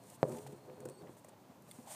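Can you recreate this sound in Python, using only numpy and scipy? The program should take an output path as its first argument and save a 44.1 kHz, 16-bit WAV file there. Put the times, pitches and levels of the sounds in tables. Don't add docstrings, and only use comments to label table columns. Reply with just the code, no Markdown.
import sys
import numpy as np
from scipy import signal
from scipy.fft import rfft, irfft, next_fast_len
from scipy.io import wavfile
from scipy.ndimage import map_coordinates

SR = 44100
rng = np.random.default_rng(int(sys.argv[2]) if len(sys.argv) > 2 else 0)


def dump(signal):
    limited = np.clip(np.atleast_2d(signal).T, -1, 1)
    pcm = np.round(limited * 32767).astype(np.int16)
    wavfile.write(sys.argv[1], SR, pcm)


def boost(x):
    u = np.asarray(x, float) / 20
    return 10 ** u


N = 85995
TIME = np.arange(N) / SR


def unit(x):
    return x / np.sqrt(np.mean(x ** 2) + 1e-20)


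def noise():
    return rng.standard_normal(N)


def coloured(x, points):
    size = next_fast_len(N + 8192)
    points_hz, points_db = np.transpose(points)
    hz = np.fft.rfftfreq(size, 1 / SR)
    gain_db = np.interp(np.log(hz + 1), np.log(points_hz + 1), points_db, -120, -120)
    return unit(irfft(rfft(x, size) * boost(gain_db), size)[:N])


def curve(rows, col):
    r = np.array(rows)
    return np.interp(TIME, r[:, 0], r[:, col])


def wobble(rate_hz):
    return map_coordinates(rng.standard_normal(int(2 * rate_hz) + 4), [TIME * rate_hz])


def tone(hz):
    return np.sin(2 * np.pi * np.cumsum(hz) / SR)


def ring(start_s, modes, attack_s):
    out = np.zeros(N)
    start = int(start_s * SR)
    t = np.clip(TIME[start:start + SR // 2] - start_s, 0, None)
    total = sum(boost(db - 60 * t / t60) * np.sin(2 * np.pi * hz * t) for hz, db, t60 in modes)
    out[start:start + SR // 2] = total * (1 - np.exp(-t / attack_s))
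    return out


# (frequency [Hz], density [dB per Hz])
RUMBLE_COLOUR = [(20, -4), (60, -4), (110, 2), (250, -1), (500, -9.5), (1000, -11.5), (1500, -18.5),
                 (2800, -29.5)]
# (frequency [Hz], density [dB per Hz])
AIR_COLOUR = [(1500, -12), (2500, 0), (5200, -2), (6800, -1.5), (9100, -6.5), (10400, -6.5), (13000, -4),
              (15400, -2.5)]


def outdoors():
    rumble_db = -61 + wobble(24.75) / 2 + wobble(2.4) / 2
    rumble = coloured(noise(), RUMBLE_COLOUR) * boost(rumble_db)
    return rumble + coloured(noise(), AIR_COLOUR) * boost(-74.5)


# (frequency [Hz], level [dB], t60 [s])
TUB_MODES = [(138, -3, .25), (236, -7, .18), (332, -5, .14), (378, -8, .15), (420, -4, .35), (507, -3, .3),
             (590, -5, .12), (645, -7, .08), (700, -12, .1), (900, -14, .12), (1190, -24, .06),
             (1400, -24, .04)]
# (frequency [Hz], level [dB])
RATTLE_COLOUR = [(90, -37), (150, 3), (500, 0.5), (1000, -5), (1700, -19), (3000, -43)]
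# (time [s], level [dB])
PRESS = [(0, -61), (.15, -65.5), (.228, -80), (.24, -43.5), (.27, -43.5), (.39, -50.5), (.42, -55.5),
         (.54, -58), (.66, -62), (.7, -54), (.76, -63), (.85, -54), (.92, -62.5), (.96, -70), (1.02, -55.5),
         (1.1, -55.5), (1.13, -72), (1.95, -69.5)]


def paw_pressure():
    loaded_t60_share, rattle_db = 0.75, -8.5
    unevenness = boost(2.9 * wobble(59.88))
    loaded = [(hz, db, t60 * loaded_t60_share) for hz, db, t60 in TUB_MODES]
    body = ring(0, loaded, 0.00026)[:SR // 2]
    pitched = unit(signal.fftconvolve(noise() * unevenness, body)[:N])
    rattle = boost(rattle_db) * coloured(noise() * unevenness, RATTLE_COLOUR)
    return (pitched + rattle) * boost(curve(PRESS, 1))


# (frequency [Hz], density [dB per Hz])
DUST_COLOUR = [(1200, -12.5), (2500, -10.5), (5200, -10.5), (7800, -3), (9150, 0), (10200, -10),
               (12500, -9.5), (15400, -13)]
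# (time [s], level [dB])
SWEEP = [(0, -77), (.03, -68), (.155, -62), (.17, -74.5), (.26, -66.5), (.29, -61), (.4, -64), (.44, -66.5),
         (.54, -71.5), (.6, -77.5), (1.1, -76), (1.35, -81), (1.62, -81), (1.72, -64.5), (1.805, -65.5),
         (1.855, -68), (1.88, -55), (1.95, -49.5)]


def dust():
    grains_per_s, grain_db, grain_spread_db = 1100, -8, -1.5
    chance, size, sign = rng.random((3, N))
    grains = (chance < grains_per_s / SR) * boost(-grain_spread_db * np.log(size)) * np.sign(sign - 0.5)
    hiss = noise() * boost(2.25 * wobble(40.12))
    return coloured(hiss + boost(grain_db) * unit(grains), DUST_COLOUR) * boost(curve(SWEEP, 1))


# (frequency [Hz], level [dB])
CLAW_COLOUR = [(4000, -22), (6200, -3.5), (9100, 0.5), (10500, -8), (13500, -7.5), (15400, -8)]
# (frequency [Hz], level [dB])
SHAVINGS_COLOUR = [(900, -25), (1800, 6.5), (4500, -1), (6000, -2)]
# (time [s], level [dB], length [s], dull share [dB])
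SCUFFS = [(0.036, -57.5, 0.0016, -14), (.099, -55.5, 0.0033, -8), (0.284, -54, 0.0017, -21),
          (0.294, -55, 0.0022, -26), (0.317, -59.5, 0.0077, -2.5), (0.362, -60, 0.0029, -21),
          (0.367, -58.5, 0.0082, -7), (0.383, -60, 0.0075, -0.5), (0.464, -59.5, 0.011, -5),
          (0.523, -66.5, 0.0077, -8), (0.803, -60, 0.0037, -8.5), (0.8531, -56, 0.0056, -10.5),
          (0.8864, -56, 0.0029, -7), (.897, -57.5, 0.0023, -7), (1.02, -69, 0.003, 1.5),
          (1.071, -77.5, .005, 8), (1.081, -75, 0.0025, 2), (1.167, -68.5, 0.024, -11),
          (1.245, -60.5, 0.0046, -9.5), (1.284, -64, 0.009, -6.5), (1.62, -66.5, .004, -26),
          (1.69, -78, 0.0031, -28), (1.716, -58, 0.0036, -7)]


def claw_scuffs():
    attack_s, release_share = 0.001, 0.84
    grit = boost(2.5 * wobble(1500))
    bright = coloured(noise() * grit, CLAW_COLOUR)
    dull = coloured(noise() * grit, SHAVINGS_COLOUR)
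    out = np.zeros(N)
    for start_s, db, length_s, dull_db in SCUFFS:
        t = TIME - start_s
        rise = np.clip(t / attack_s, 0, 1)
        fall = np.exp(-np.clip(t - length_s, 0, None) / (release_share * length_s / 2))
        out += boost(db) * rise * fall * (bright + boost(dull_db) * dull)
    return out


# (frequency [Hz], level [dB], t60 [s])
CONTACT_MODES = [(950, -9.5, 0.0053), (1890, -16, .003), (3400, -21, .002)]
# (time [s], level [dB], frequency [Hz], t60 [s])
PAW_FALLS = [(.133, -63, 178, 0.056), (.4645, -39, 800, 0.023), (.53, -42, 200, 0.045),
             (0.6984, -40.5, 570, 0.009), (.8035, -47, 600, .015), (1.069, -47, 483, 0.018),
             (1.082, -48, 560, 0.013), (0.854, -37.5, 351, 0.054), (0.857, -40, 495, 0.088),
             (.888, -37.5, 510, 0.018), (.865, -45.5, 138.6, 0.16), (1.014, -41, 344, 0.019),
             (1.025, -44.5, 163, 0.078), (1.094, -39, 340, 0.031), (1.2471, -43.5, 602, 0.02),
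             (1.284, -45.5, 526, 0.016), (1.498, -47.5, 249, 0.05), (1.69, -49, 596, 0.031),
             (1.787, -41, 243, 0.061), (1.868, -48.5, 250, 0.013)]


def paw_falls():
    tub_db = -22
    out = np.zeros(N)
    for start_s, db, hz, t60 in PAW_FALLS:
        thump = [(hz, db, t60), (hz * 1.64, db - 12.0, t60 / 2), (hz * 3.0, db - 11.5, t60 / 3)]
        out += ring(start_s, thump, 0.00051)
        out += boost(db + tub_db) * ring(start_s, TUB_MODES, 0.0024)
        out += boost(db) * ring(start_s, CONTACT_MODES, 0.00022)
    return out


# (delay [s], level [dB])
REBOUNDS = [
    (.0067, -9),
    (.0084, -13),
    (.0222, -18),
]
# (frequency [Hz], level [dB], t60 [s])
FLOOR_BOOM = (147, -26, .075)


def knock():
    knock_s, knock_db, knock_hz, knock_t60_s = 0.22992, -7, 574, 0.0071
    snap_db, ring_db, boom_lag_s = -23.5, -27, 0.0018
    free_t60_share = 0.46
    pulse = [(knock_hz, knock_db, knock_t60_s)]
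    snap = [(1500, snap_db, 0.002), (3300, snap_db + 1.5, 0.001), (6300, snap_db - 13, 0.001)]
    out = -ring(knock_s, pulse + snap, 0.000093)
    for delay_s, db in REBOUNDS:
        out += ring(knock_s + delay_s, [(knock_hz, knock_db + db, knock_t60_s)], 0.00069)
    damped = [(hz, db, t60 * free_t60_share) for hz, db, t60 in TUB_MODES[1:]]
    out += boost(ring_db) * ring(knock_s, damped, 0.0043)
    return out + ring(knock_s + boom_lag_s, [FLOOR_BOOM], 0.0026)


# (time [s], length [s], frequency [Hz], level [dB])
WALL_HUMS = [(0.253, 0.058, 510.5, -45.5), (0.26, 0.04, 600, -44.5), (0.249, .05, 350, -48),
             (.26, 0.091, 378, -50), (.255, 0.069, 425, -47.5), (.258, 0.03, 134, -48.5),
             (.305, 0.039, 141.7, -46), (0.29, 0.092, 240, -51), (.32, 0.048, 500, -47),
             (0.35, 0.064, 418, -50.5), (0.35, 0.047, 870, -56), (0.36, .03, 720, -54.5),
             (.38, 0.034, 139, -51), (.435, 0.075, 136, -51.5), (0.48, 0.078, 413, -53.5),
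             (0.513, .08, 345, -60), (.48, 0.033, 290, -57), (.3, .045, 600, -54), (0.29, .04, 900, -53),
             (.675, .08, 380, -58), (.69, .04, 430, -55), (.69, .09, 138, -63), (0.802, 0.032, 390, -61),
             (.82, 0.053, 510, -53), (.88, 0.038, 381, -55.5), (.955, 0.044, 375, -59.5),
             (.893, .035, 522, -50), (1.04, 0.028, 502, -59)]


def rocking():
    edge_s, rough_db, rough_rad = 0.011, 1.5, 0.3
    out = np.zeros(N)
    for start_s, length_s, hz, db in WALL_HUMS:
        t = TIME - start_s
        swell = np.clip(np.minimum(t, length_s - t) / edge_s, 0, 1)
        level = boost(db + rough_db * wobble(70))
        out += level * swell * np.sin(2 * np.pi * hz * t + rough_rad * wobble(49.8))
    return out


# (time [s], level [dB], frequency [Hz])
TICKS = [(.2935, -57, 9300), (.4647, -53, 2300), (.621, -67, 9000), (.8035, -58, 9150), (.6988, -56, 2150),
         (.699, -63, 3700), (.804, -62, 1900), (1.021, -62, 1800), (1.069, -60, 1900), (1.084, -62, 2000),
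         (.8555, -54, 9100), (.8885, -55, 9200), (.472, -58, 4800), (1.246, -63, 6500), (1.285, -63, 7600),
         (1.6215, -61, 14000), (1.6755, -65, 11500), (1.6845, -60, 14200)]


def grit_ticks():
    return sum(ring(start_s, [(hz, db, 0.012), (hz * 0.88, db + 1.5, 0.008)], 0.00037)
               for start_s, db, hz in TICKS)


# (frequency [Hz], level [dB], t60 [s])
WIRE_MODES = [(7950, 0, .12), (8820, 2, .12), (10600, -2, .11)]
# (time [s], level [dB])
PINGS = [
    (.803, -71),
    (.855, -71),
    (.889, -63),
]


def wire_clip():
    return sum(boost(db) * ring(start_s, WIRE_MODES, 0.0011) for start_s, db in PINGS)


# (time [s], frequency [Hz], level [dB])
SQUEAK = [
    (.89, 8900, -77),
    (.935, 8620, -74),
    (.952, 8260, -65.5),
    (.966, 8140, -84),
    (.975, 8250, -66),
    (.995, 8100, -71),
    (1.008, 7900, -88),
    (1.03, 7400, -83),
    (1.055, 7300, -92),
]


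def rim_squeak():
    on = (TIME > SQUEAK[0][0]) * (TIME < SQUEAK[-1][0])
    level_db = curve(SQUEAK, 2) + 0.5 + 1.5 * wobble(170)
    return on * boost(level_db) * tone(curve(SQUEAK, 1))


# (time [s], frequency [Hz], level [dB])
BIRD = [
    (.89, 4250, -81),
    (.92, 4440, -70),
    (.955, 4370, -76),
    (.965, 4400, -79),
    (.985, 4500, -69.5),
    (1.015, 4380, -75),
    (1.04, 4230, -91.5),
]


def far_bird():
    return boost(curve(BIRD, 2) + 2.5 * wobble(200)) * tone(curve(BIRD, 1) + 90 * wobble(500))


# (frequency [Hz], level [dB], t60 [s])
CHIP_MODES = [(2100, -8.5, 0.019), (3510, -2, 0.014), (4410, -6, 0.015), (8680, 1, 0.016),
              (11200, -3, .012), (13400, -6, .008)]


def chip_snap():
    chip_s, chip_db = 1.712, -43.5
    return boost(chip_db) * ring(chip_s, CHIP_MODES, 0.00035)


# (time [s], level [dB])
SLIDE = [
    (1.84, -68),
    (1.885, -54.5),
    (1.92, -55),
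    (1.95, -54),
]
# (frequency [Hz], level [dB])
SLIDE_COLOUR = [(250, -41), (550, 3), (950, 2), (1300, -15), (3500, -17), (5000, -21)]


def last_slide():
    friction = noise() * boost(2.9 * wobble(59.88))
    return boost(curve(SLIDE, 1)) * coloured(friction, SLIDE_COLOUR)


def scene():
    tub = paw_pressure() + paw_falls() + knock() + rocking() + last_slide()
    small = dust() + claw_scuffs() + grit_ticks() + wire_clip() + rim_squeak() + chip_snap()
    return (outdoors() + tub + small + far_bird())[None]


def low_pass(x):
    return signal.sosfilt(signal.butter(12, 15490, fs=SR, output="sos"), x)


def record(dry):
    mic_low_hz, top_hz = 107, 15480
    bass_cut = signal.butter(4, mic_low_hz, "high", fs=SR, output="sos")
    heard = signal.sosfilt(bass_cut, dry)
    heard = irfft(rfft(heard) * (np.fft.rfftfreq(N, 1 / SR) < top_hz), N)
    return low_pass(heard)


dry = scene()
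out = record(dry)
dump(out)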